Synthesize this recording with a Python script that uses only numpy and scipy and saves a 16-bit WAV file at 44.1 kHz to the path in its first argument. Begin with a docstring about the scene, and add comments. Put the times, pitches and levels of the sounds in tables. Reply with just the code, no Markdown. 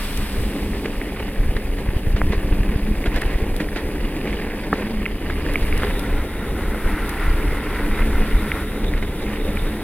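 """Loaded bicycle on a rough dirt track

Heard at the rider's chest through two microphone ports. Random impacts drive the resonances of tyres
and frame; streams of small cracks make grit and sand, and a dense rush the tyres scrubbing in a bend.
Damped rings make flung stones, knocks and the slamming load; shaped noise makes rattles and ticks.
Low noise and pressure pulses make the wind, bright noise its hiss; a second bicycle's sizzle fades behind."""
import sys
import numpy as np
from scipy import signal
from scipy.fft import rfft, irfft, next_fast_len
from scipy.io import wavfile
from scipy.ndimage import map_coordinates

SR = 44100
rng = np.random.default_rng(int(sys.argv[2]) if len(sys.argv) > 2 else 0)


def dump(signal):
    """Clip the signal to [-1, 1] and save it as 16-bit WAV at the path in sys.argv[1]."""
    limited = np.clip(np.atleast_2d(signal).T, -1, 1)
    pcm = np.round(limited * 32767).astype(np.int16)
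    wavfile.write(sys.argv[1], SR, pcm)


N = 433503

# All levels are relative: a source may add its own trim, and the ports shape the right side.
# rumble of the uneven ground: t/s, level/dB
ROAD_LEVEL = [(0.0, -42), (0.6, -37), (2.96, -36), (3.31, -33.5), (3.7, -35.5), (4.71, -34), (5.15, -38.5),
              (5.5, -33.5), (7.36, -37), (8.1, -34), (8.38, -36), (9.83, -35.5)]
# lowest tyre resonance: t/s, level/dB
LOW_BOOM_LEVEL = [(0, -38), (.55, -34), (1.8, -37.5), (2.35, -33), (2.7, -30.5), (3.0, -36), (3.8, -38.5),
                  (4.15, -34), (4.6, -35), (4.9, -25), (5.1, -37), (5.95, -40), (6.7, -33.5), (7.55, -39.5),
                  (8.0, -30.5), (8.5, -35), (8.7, -35), (8.95, -34), (9.83, -35.5)]
# higher resonances of tyres and frame: t/s, level/dB
FRAME_BOOM_LEVEL = [(0, -38.5), (.7, -32), (1.6, -39), (2.3, -31.5), (3.6, -34), (4.6, -35), (5.0, -42),
                    (5.25, -29.5), (6.1, -33.5), (7.3, -31.5), (8.25, -31), (8.7, -32), (9.83, -32)]
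# resonances of tyres and frame: f/Hz, width/Hz, level/dB
TYRE_MODES = [(208.7, 13.4, 0), (291.2, 17.7, 1.5), (334, 43, -17), (416, 16.6, -3.5)]
# shift of these resonances, upward as the bend loads the tyres: t/s, relative rise in pitch/1
TYRE_PITCH = [(0, -0.016), (2.3, -.015), (4.6, 0.0057), (7.3, .02), (9.83, 0.0078)]
# grit crunching under the tyres: t/s, level/dB
GRIT_LEVEL = [(0.0, -49), (0.63, -46), (1.04, -46), (3.09, -46), (3.2, -42), (3.5, -46.5), (4.76, -42.5),
              (5.17, -45.5), (5.72, -40.5), (6.13, -49.5), (6.63, -58), (7.06, -46), (8.27, -45),
              (8.79, -53), (9.42, -46.5), (9.83, -52.5)]
# pitch of the grit: t/s, relative rise/1
GRIT_PITCH = [(0, 0.032), (2.8, 0.00035), (3.25, -.02), (3.8, -0.034), (4.3, 0.063), (4.7, -.05),
              (5.15, .06), (5.8, -0.021), (9.83, 0.022)]
# tyres scrubbing through the bend: t/s, level/dB
SCRUB_LEVEL = [(5.3, -67), (5.8, -42.5), (6.55, -42.5), (7.0, -37), (7.47, -41), (7.82, -38.5), (8.63, -42),
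               (9.06, -49), (9.83, -45)]
# thin rasp from the bend on: t/s, level/dB
RASP_LEVEL = [(5.5, -75), (5.9, -47), (6.5, -54), (7.4, -56), (8.4, -49), (9.1, -50.5), (9.83, -51)]

# stones flung at the bicycle: t/s, peak level/dB, ring f/Hz
STONES = [(0.8563, -20, 1840), (.859, -23, 2510), (1.015, -17.5, 2110), (1.566, -21, 1780),
          (2.164, -20, 1620), (2.21, -26, 2060), (2.332, -30, 1100), (2.342, -25, 2000), (3.041, -20, 2190),
          (3.0587, -22, 1690), (3.059, -26, 3400), (3.117, -23, 2020), (3.16, -23, 1800),
          (3.2205, -14.5, 1830), (3.234, -24, 1900), (3.687, -21, 1820), (4.2734, -20, 2272),
          (4.3286, -23, 2200), (5.056, -16, 2510), (5.061, -21, 1098), (5.062, -12, 2120),
          (5.301, -16, 1700), (5.464, -20, 1680), (5.5569, -8, 2220), (5.726, -16, 2230),
          (5.8327, -25, 3144), (5.833, -14.5, 1660), (8.5174, -8.5, 2120), (8.937, -18, 1948),
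          (9.5715, -19, 2330)]
# hard knocks that reach the frame: t/s, level/dB, thud f/Hz
KNOCKS = [(1.206, -20.5, 377), (2.333, -17, 450), (3.606, -19, 288), (3.764, -22, 400), (4.743, -24, 408),
          (4.867, -21, 208), (5.821, -18, 730), (5.8335, -16, 500), (5.84, -20, 840), (5.847, -17.5, 420)]
# load slamming against its rack: t/s, contact peak/dB, ring peak/dB, share of the free ring time/1
CLACKS = [(2.2161, -5.5, -18, 0.48), (4.7284, -12, -2.5, 0.9), (4.731, -18, -10, .3)]
# free ringing of rack and load: f/Hz, level/dB, t60/s
RACK_MODES = [(210, -6, 0.06), (297.4, -2.5, 0.049), (410, -5, 0.048), (650, -15, 0.0084), (835, -3, 0.016),
              (1320, 2.5, 0.014), (1680, 0, 0.013)]
# jolts that shake the luggage: t/s, level/dB, t60/s
RATTLES = [(.855, -19.5, 0.056), (1.198, -22, 0.044), (1.565, -19.5, 0.039), (1.783, -26, 0.24),
           (2.163, -19.5, 0.1), (2.321, -19, 0.15), (3.058, -18.5, 0.11), (3.14, -20, .1),
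           (3.158, -19, 0.18), (3.21, -30, 1.0), (3.3, -31.5, 0.47), (3.601, -16, 0.077),
           (3.759, -18.5, 0.23), (4.271, -28, 0.89), (4.733, -23.5, 0.23), (5.296, -24, 0.066),
           (5.625, -21, 0.066), (5.82, -23, 0.11), (5.843, -24, 0.063), (6.058, -26, 0.066),
           (8.842, -20.5, 0.036), (8.975, -21, 0.05), (9.024, -19.5, 0.045), (9.222, -23, .05)]
# sharp metal ticks of chain and buckles: t/s, level/dB
TICKS = [(.174, -17.5), (3.161, -24), (3.2166, -18), (3.5637, -20.5), (5.5363, -23), (5.777, -20.5),
         (5.994, -18.5), (7.093, -18)]

# low buffeting of the airstream: t/s, level/dB
WIND_LEVEL = [(0.0, -33), (0.35, -32), (1.23, -30.5), (2.1, -28.5), (2.5, -28.5), (3.3, -28.5), (4.76, -35),
              (5.5, -25.5), (5.7, -23.5), (6.07, -28), (7.42, -28), (7.66, -31), (8.16, -22.5),
              (8.45, -26.5), (8.7, -27), (9.0, -27), (9.83, -27.5)]
# separate puffs of wind: t/s, level over the steady buffeting/dB
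GUSTS = [(.2, 10), (.42, 11), (.71, 8), (1.47, 10), (2.12, 7), (2.27, 7.5), (4.0, 4.5), (4.28, 6),
         (6.53, 5.5), (7.31, 8), (7.46, 4), (8.99, 1.5), (9.63, 4)]
# eddies thumping on the microphone: t/s, peak level/dB, rise time constant/s
EDDIES = [(.386, -10.5, .0015), (1.402, -9, 0.0013), (1.494, -9, 0.0012), (1.565, -12, .0015),
          (1.889, -8.5, 0.00052), (1.966, -7.5, 0.00053), (2.072, -8, 0.0005), (2.148, -7.5, .0007),
          (2.241, -7, 0.0012), (2.304, -9, 0.00047), (2.379, -10, 0.0016), (2.448, -12.5, 0.00039),
          (2.526, -7, .0012), (2.606, -8, 0.00057), (2.694, -11, .0012), (2.761, -8, 0.00044),
          (2.837, -12, 0.0021), (2.914, -11, 0.00037), (3.081, -11, .0008), (3.16, -8.5, 0.0029),
          (3.263, -10, 0.0013), (3.358, -10, 0.0015), (3.426, -10.5, .0006), (3.525, -13, 0.002),
          (5.64, -14, .003), (5.751, -10, 0.0037), (6.864, -8.5, 0.0021), (6.94, -13, 0.002),
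          (7.926, -10, 0.0043), (8.02, -11, 0.003), (8.157, -11, .004), (8.205, -6, .004),
          (8.354, -4, 0.0031)]
# hiss of the airstream: t/s, level/dB
HISS_LEVEL = [(0.0, -43), (0.76, -50.5), (2.16, -50.5), (3.34, -50), (5.2, -52.5), (5.91, -44.5),
              (6.21, -50), (6.79, -47), (7.06, -45.5), (7.56, -47.5), (8.16, -45.5), (8.65, -46),
              (8.84, -50.5), (9.83, -47.5)]

# spectrum of the road rumble: f/Hz, level per Hz/dB
ROAD_COLOUR = [(50, -5), (130, -4.5), (180, 0.5), (240, -0.5), (330, 1.5), (450, 0), (550, -2.5),
               (640, -10), (850, -10), (1300, -27), (2000, -17), (4000, -33)]
# spectrum of the grit: f/Hz, level per Hz/dB
GRIT_COLOUR = [(400, -10), (800, -4.5), (1120, 1.5), (1350, -5.5), (1750, 2), (2300, -2), (2750, -2.5),
               (3200, -13.5), (4000, -19), (6000, -50)]
# spectrum of the finer grains: f/Hz, level per Hz/dB
SAND_COLOUR = [(1500, -31), (2900, -2.5), (3600, -1), (4100, -6.5), (4900, 1.5), (5600, -17), (7000, -25),
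               (15000, -36)]
# spectrum of the scrub: f/Hz, level per Hz/dB
SCRUB_COLOUR = [(400, -46), (700, -1.5), (1000, 3.5), (1190, 0.5), (1390, 7.5), (1650, 1), (2050, 5.5),
                (2500, -6.5), (3200, -14), (4300, -21), (8000, -37)]
# spectrum of the rasp: f/Hz, level per Hz/dB
RASP_COLOUR = [(2000, -23), (3100, -10), (3700, 7), (4050, -6), (4400, -32), (8000, -35)]
# spectrum of the shaken luggage: f/Hz, level per Hz/dB
RATTLE_COLOUR = [(150, 4), (400, 15), (1200, 1), (1900, 8.5), (3000, -3.5), (4000, -3.5), (5500, -11.5),
                 (9000, -19), (15000, -42)]
# spectrum of the metal ticks: f/Hz, level per Hz/dB
TICK_COLOUR = [(1500, -16), (4000, -4.5), (7000, -10.5), (9500, -4.5), (11700, 1.5), (13500, -14),
               (16000, -10.5)]
# spectrum of the buffeting: f/Hz, level per Hz/dB
WIND_COLOUR = [(14, -3), (27, 2), (50, -6), (70, -7), (100, -17.5), (150, -20), (300, -33.5), (800, -57.5)]
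# spectrum of the air hiss: f/Hz, level per Hz/dB
AIR_COLOUR = [(3000, -5.5), (5000, -10), (6800, -14), (8300, -6), (9000, -5.5), (10200, 4), (10900, -3.5),
              (12400, -1), (13000, -2), (13800, -7), (15600, -8)]
# spectrum of the second bicycle: f/Hz, level per Hz/dB
COMPANION_COLOUR = [(500, 4.5), (2500, 3), (3300, 0.5), (5000, -1), (6800, -9), (7600, -5), (8200, 3),
                    (9000, -5), (10000, -4), (12000, -3), (13000, -3), (15500, -11)]

# likeness of diffuse sound at the two ports: f/Hz, correlation/1
ALIKE = [(1400, 1), (3000, 0.71), (5000, 0.62), (9000, 0.11), (15000, .1)]
# response of the right port: f/Hz, level/dB
RIGHT_PORT = [(1150, 0), (1700, 2), (2400, 3), (3400, 3.5), (5000, 0.5), (6900, -10), (8500, -12),
              (10200, -19.5), (11800, -33), (15000, -22)]
# phase by which the left port leads: f/Hz, phase/rad
LEAD = [(30, 0.0008), (130, 0.0027), (300, 0.0037), (600, 0.012), (1200, 0.033), (2150, 0.6), (3400, 1.13),
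        (4300, 2.4), (7700, 4.2), (15000, 6.7)]


def amp(db):
    """Level definition: twenty decibels are a factor of ten in amplitude."""
    return 10 ** (np.asarray(db) / 20)


def unit(x):
    """Power normalisation: the signal is scaled to rms 1."""
    return x / np.sqrt(np.mean(x ** 2) + 1e-20)


def along(points, hz):
    """Logarithmic pitch scale: (f, value) points are interpolated over log frequency."""
    f, v = np.transpose(points)
    return np.interp(np.log(hz + 1), np.log(f + 1), v)


def curves(rows):
    """Linear interpolation in time: one value per sample for each column after t."""
    s, *cols = np.transpose(rows)
    return [np.interp(np.arange(N) / SR, s, c) for c in cols]


def wobble(rate):
    """Slow random modulation: a smooth curve through normal knots, rate of them a second."""
    knots = rng.standard_normal(int(N * rate / SR) + 4)
    return map_coordinates(knots, [np.arange(N) * rate / SR])


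def filtered(x, response):
    """Linear filtering: the spectrum is multiplied by a complex response of frequency."""
    m = next_fast_len(N + 8192)
    return irfft(rfft(x, m) * response(np.fft.rfftfreq(m, 1 / SR)), m)[..., :N]


def coloured(x, spectrum):
    """Spectral shaping at constant power: white noise keeps its power."""
    return filtered(x, lambda hz: unit(amp(along(spectrum, hz))))


def spread(pair):
    """Partial coherence: unrelated signals become left and right, alike at low frequencies only."""
    def shares(hz):
        turn = np.arccos(np.clip(along(ALIKE, hz), -1, 1)) / 2
        return np.array([np.cos(turn), np.sin(turn)])
    mid, side = filtered(pair, shares)
    return np.array([mid + side, mid - side])


def grains(rate, scatter_db):
    """Random impact process: two streams of tiny impacts of uneven size and sign, jointly rms 1."""
    struck = rng.random((2, N)) < rate / SR
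    size = amp(scatter_db * np.clip(rng.standard_normal((2, N)), -2, 2))
    return unit(struck * size * rng.choice([-1, 1], (2, N)))


def add(track, s, sound):
    """Superposition: a short sound is added to a track from time s."""
    start = max(round(s * SR), 0)
    part = track[..., start:start + sound.shape[-1]]
    part += sound[..., :part.shape[-1]]


def drumming(boom_db=0.5, frame_db=-2, road_db=4.0, bump_db=1.5, sway_db=0.7, waver=.015):
    """Forced resonance: ground impacts drive tyres and frame, whose modes swell and shift with the load."""
    (level_db,), (stretch,) = curves(ROAD_LEVEL), curves(TYRE_PITCH)
    (tyre_db,), (shake_db,) = curves(LOW_BOOM_LEVEL), curves(FRAME_BOOM_LEVEL)
    bumps = amp(bump_db * wobble(30))
    booms = []
    for hz, width, db in TYRE_MODES:
        impacts = bumps * grains(rate=300, scatter_db=2.0)[0]
        ring = filtered(impacts, lambda f: 1j * f * width / (hz * hz - f * f + 1j * f * width))
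        clock = np.cumsum(1 + stretch + waver * wobble(5))  # reading faster raises the pitch
        shifted = map_coordinates(ring, [clock], order=1, mode="mirror")
        booms.append(amp(db + sway_db * wobble(7)) * shifted)
    low_boom = amp(tyre_db + boom_db) * unit(booms[0])
    frame_boom = amp(shake_db + frame_db) * unit(sum(booms[1:]))
    rumble = coloured(grains(rate=900, scatter_db=1.5)[0], ROAD_COLOUR)
    return low_boom + frame_boom + amp(level_db + road_db) * bumps * rumble


def crunch(level_db, grit_db=4.5, sand_db=-7, clump_db=2.5, sweep_db=1.2, waver=.03):
    """Granular fracture: grit and sand crack in quick clumps within patches, the grit shifting in pitch."""
    stretch, = curves(GRIT_PITCH)
    clock = np.cumsum(1 + stretch + waver * wobble(11))
    cracks = coloured(grains(rate=850, scatter_db=2.0), GRIT_COLOUR)
    grit = np.array([map_coordinates(stream, [clock], order=3, mode="mirror") for stream in cracks])
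    sand = coloured(grains(rate=1200, scatter_db=4.0), SAND_COLOUR)
    patches = amp(level_db + sweep_db * wobble(16))
    grit_gain = amp(grit_db + clump_db * wobble(90))
    sand_gain = amp(sand_db + clump_db * wobble(90))
    return patches * (grit_gain * grit + sand_gain * sand)


def scrub(scrub_db=5.5, flutter_db=1.8, onset_s=0.27, slip_s=7.27, slip_gain_db=4.5, slip_width_s=0.035):
    """Sliding friction: in the bend the tread slides a little, with one harder slip, in a hollow rush."""
    level_db, = curves(SCRUB_LEVEL)
    t = np.arange(N) / SR
    turning = np.clip((t - SCRUB_LEVEL[0][0]) / onset_s, 0, 1)
    slip_db = slip_gain_db * np.exp(-((t - slip_s) / slip_width_s) ** 2 / 2)
    rush = coloured(grains(rate=3000, scatter_db=3.0)[0], SCRUB_COLOUR)
    return turning * amp(level_db + slip_db + scrub_db + flutter_db * wobble(18)) * rush


def rasp(flutter_db=2.5):
    """Band-shaped random impacts: a thin, fine rasp sets in at the bend and stays."""
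    level_db, = curves(RASP_LEVEL)
    scrape = coloured(grains(rate=2500, scatter_db=2.5), RASP_COLOUR)
    return amp(level_db + flutter_db * wobble(25)) * scrape


def ping(hz, t60, attack=0.00016, crack=0.26, crack_t60=0.0089, reach=1.41):
    """Damped impact response: one ring and a short dull crack, with little above the ring; peak 1."""
    t = np.arange(SR // 20) / SR
    ring = np.sin(2 * np.pi * hz * t) * amp(-60 * t / t60)
    band = signal.butter(3, [0.42 * hz, min(1.4 * hz, SR / 4)], "band", fs=SR, output="sos")
    snap = unit(signal.sosfilt(band, rng.standard_normal(len(t)))) * amp(-60 * t / crack_t60)
    contact = signal.butter(4, min(reach * hz, SR / 4), fs=SR, output="sos")
    blow = signal.sosfilt(contact, (ring + crack * snap) * (1 - np.exp(-t / attack)))
    return blow / np.abs(blow).max()


def stones(grit_db, pebble_db=12, scatter_db=0.5, pebble_hz=2100, pebble_t60=0.018, count=260):
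    """Impact excitation: a few stones strike hard; many pebbles pop as loudly as the grit is coarse."""
    out = np.zeros(N)
    for s, db, hz in STONES:
        t60 = 0.0089 * hz / 2200  # s; lower blows are deader in proportion
        add(out, s, amp(db) * ping(hz, t60))
    moments = rng.integers(N, size=count)
    scatter = np.clip(rng.standard_normal((count, 2)), -2, 2)
    for at, (size, pitch) in zip(moments, scatter):
        pop = ping(pebble_hz * np.exp(.17 * pitch), pebble_t60)
        add(out, at / SR, amp(grit_db[at] + pebble_db + scatter_db * size) * pop)
    return out


def knocks(t60=0.013, overtone=2.46, overtone_db=-3, ring_db=-1, reach_hz=50):
    """Modal excitation: a blow thuds with one overtone and rings the tyre and frame modes near its pitch."""
    out, t = np.zeros(N), np.arange(SR // 4) / SR
    for s, db, thud_hz in KNOCKS:
        phase = 2 * np.pi * thud_hz * t
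        thud = amp(-60 * t / t60) * (np.sin(phase) - amp(overtone_db) * np.sin(overtone * phase))
        ring = np.zeros(len(t))
        for hz, width, mode_db in TYRE_MODES:
            nearness = 1 / (1 + ((hz - thud_hz) / reach_hz) ** 2)
            ring += amp(mode_db) * nearness * np.exp(-np.pi * width * t) * np.sin(2 * np.pi * hz * t)
        add(out, s, amp(db) * (thud + amp(ring_db) * ring))
    return out


def clacks(low_hz=380, contact_hz=2050, build_cycles=0.4):
    """Contact damping: the load slams its rack; the hollow ring is choked while the parts stay pressed."""
    out, t = np.zeros(N), np.arange(SR // 8) / SR
    soften = signal.butter(10, min(contact_hz, SR / 4), fs=SR, output="sos")
    high_pass = signal.butter(2, low_hz, "high", fs=SR, output="sos")
    push = signal.sosfilt(high_pass, signal.unit_impulse(len(t)))
    for s, contact_db, ring_db, free in CLACKS:
        ring = np.zeros(len(t))
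        for hz, mode_db, t60 in RACK_MODES:
            build = 1 - np.exp(-hz * t / (build_cycles * free))
            ring += amp(mode_db - 60 * t / (t60 * free)) * build * np.sin(2 * np.pi * hz * t)
        for db, part in (contact_db, push), (ring_db, ring):
            part = signal.sosfilt(soften, part)
            add(out, s, amp(db) * part / np.abs(part).max())
    return out


def rattles(rattle_db=-6, rise=0.0026, lead=.02):
    """Repeated loose contact: jolts set bags, bottles and cables chattering; it builds fast and dies."""
    shake, t = np.zeros(N), np.arange(-lead, .2, 1 / SR)
    build = np.exp(np.minimum(t, 0) / rise)
    for s, db, t60 in RATTLES:
        envelope = np.minimum(build, amp(-60 * t / t60))
        add(shake, s + rise - lead, amp(db + rattle_db) * envelope)
    return coloured(shake * grains(rate=4000, scatter_db=0.5), RATTLE_COLOUR)


def ticks(tick_db=-4.5, t60=0.022):
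    """Brief contact: small metal parts touch in a bright, dry burst of decaying noise."""
    touch, t = np.zeros(N), np.arange(SR // 20) / SR
    for s, db in TICKS:
        add(touch, s, amp(db + tick_db - 60 * t / t60))
    return coloured(touch * rng.standard_normal((2, N)), TICK_COLOUR)


def buffeting(buffet_db=5.0, lump_db=2.0, puff_width_s=0.041):
    """Turbulent pressure fluctuation: lumpy low noise swells briefly with each puff of wind."""
    level_db, = curves(WIND_LEVEL)
    t = np.arange(N) / SR
    puffs_db = sum(db * np.exp(-((t - s) / puff_width_s) ** 2 / 2) for s, db in GUSTS)
    lumps = unit(amp(lump_db * wobble(14)) * coloured(rng.standard_normal(N), WIND_COLOUR))
    return amp(level_db + puffs_db + buffet_db) * lumps


def eddies(fall=0.0074, suction_width=0.013, suction_lead=0.0048, lead=.1):
    """Vortex pressure pulse: a suction builds, then a steep-fronted peak of equal area thumps."""
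    out, t = np.zeros(N), np.arange(-lead, lead, 1 / SR)
    suction = np.exp(-((t + suction_lead) / suction_width) ** 2 / 2)
    for s, db, rise in EDDIES:
        peak = np.exp(-np.logaddexp(-t / rise, t / fall))
        push = peak - suction * peak.sum() / suction.sum()
        add(out, s - lead, amp(db) * push / push.max())
    return out


def air(hiss_db=7, flutter_db=1.0):
    """Broadband flow noise: the airstream hisses over the ports."""
    level_db, = curves(HISS_LEVEL)
    hiss = coloured(rng.standard_normal((2, N)), AIR_COLOUR)
    return amp(level_db + hiss_db + flutter_db * wobble(36)) * hiss


def companion(start_db=-32.5, fade_db_per_s=13.5):
    """Attenuation with growing distance: the second bicycle's fine sizzle fades as it drops behind."""
    level_db = start_db - fade_db_per_s * np.arange(N) / SR
    return amp(level_db) * coloured(grains(rate=6000, scatter_db=5.0), COMPANION_COLOUR)


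def ports(pair, matched_hz=800):
    """Receiver response: ports match in the bass; the right favours the middle, its treble muffled and late."""
    colour = [(matched_hz, 0), *RIGHT_PORT]
    right = filtered(pair[1], lambda hz: amp(along(colour, hz)) * np.exp(-1j * along(LEAD, hz)))
    return np.array([pair[0], right])


def scene():
    """Diffuse and direct fields: textures, rattles and ticks spread, the rest is direct; scrub is dead centre."""
    grit_db, = curves(GRIT_LEVEL)
    sliding = scrub()
    direct = drumming() + stones(grit_db) + knocks() + clacks() + buffeting() + eddies()
    diffuse = crunch(grit_db) + rasp() + rattles() + ticks() + air() + companion()
    return ports(spread(diffuse) + direct) + sliding


def record(dry, low_cut_hz=13, top_hz=15850):
    """Band limitation: the slowest pressure drift is blocked and nothing passes above the top limit."""
    low_cut = signal.butter(2, low_cut_hz, "high", fs=SR, output="sos")
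    return filtered(signal.sosfiltfilt(low_cut, dry), lambda hz: hz < top_hz)


dry = scene()
out = record(dry)
dump(out)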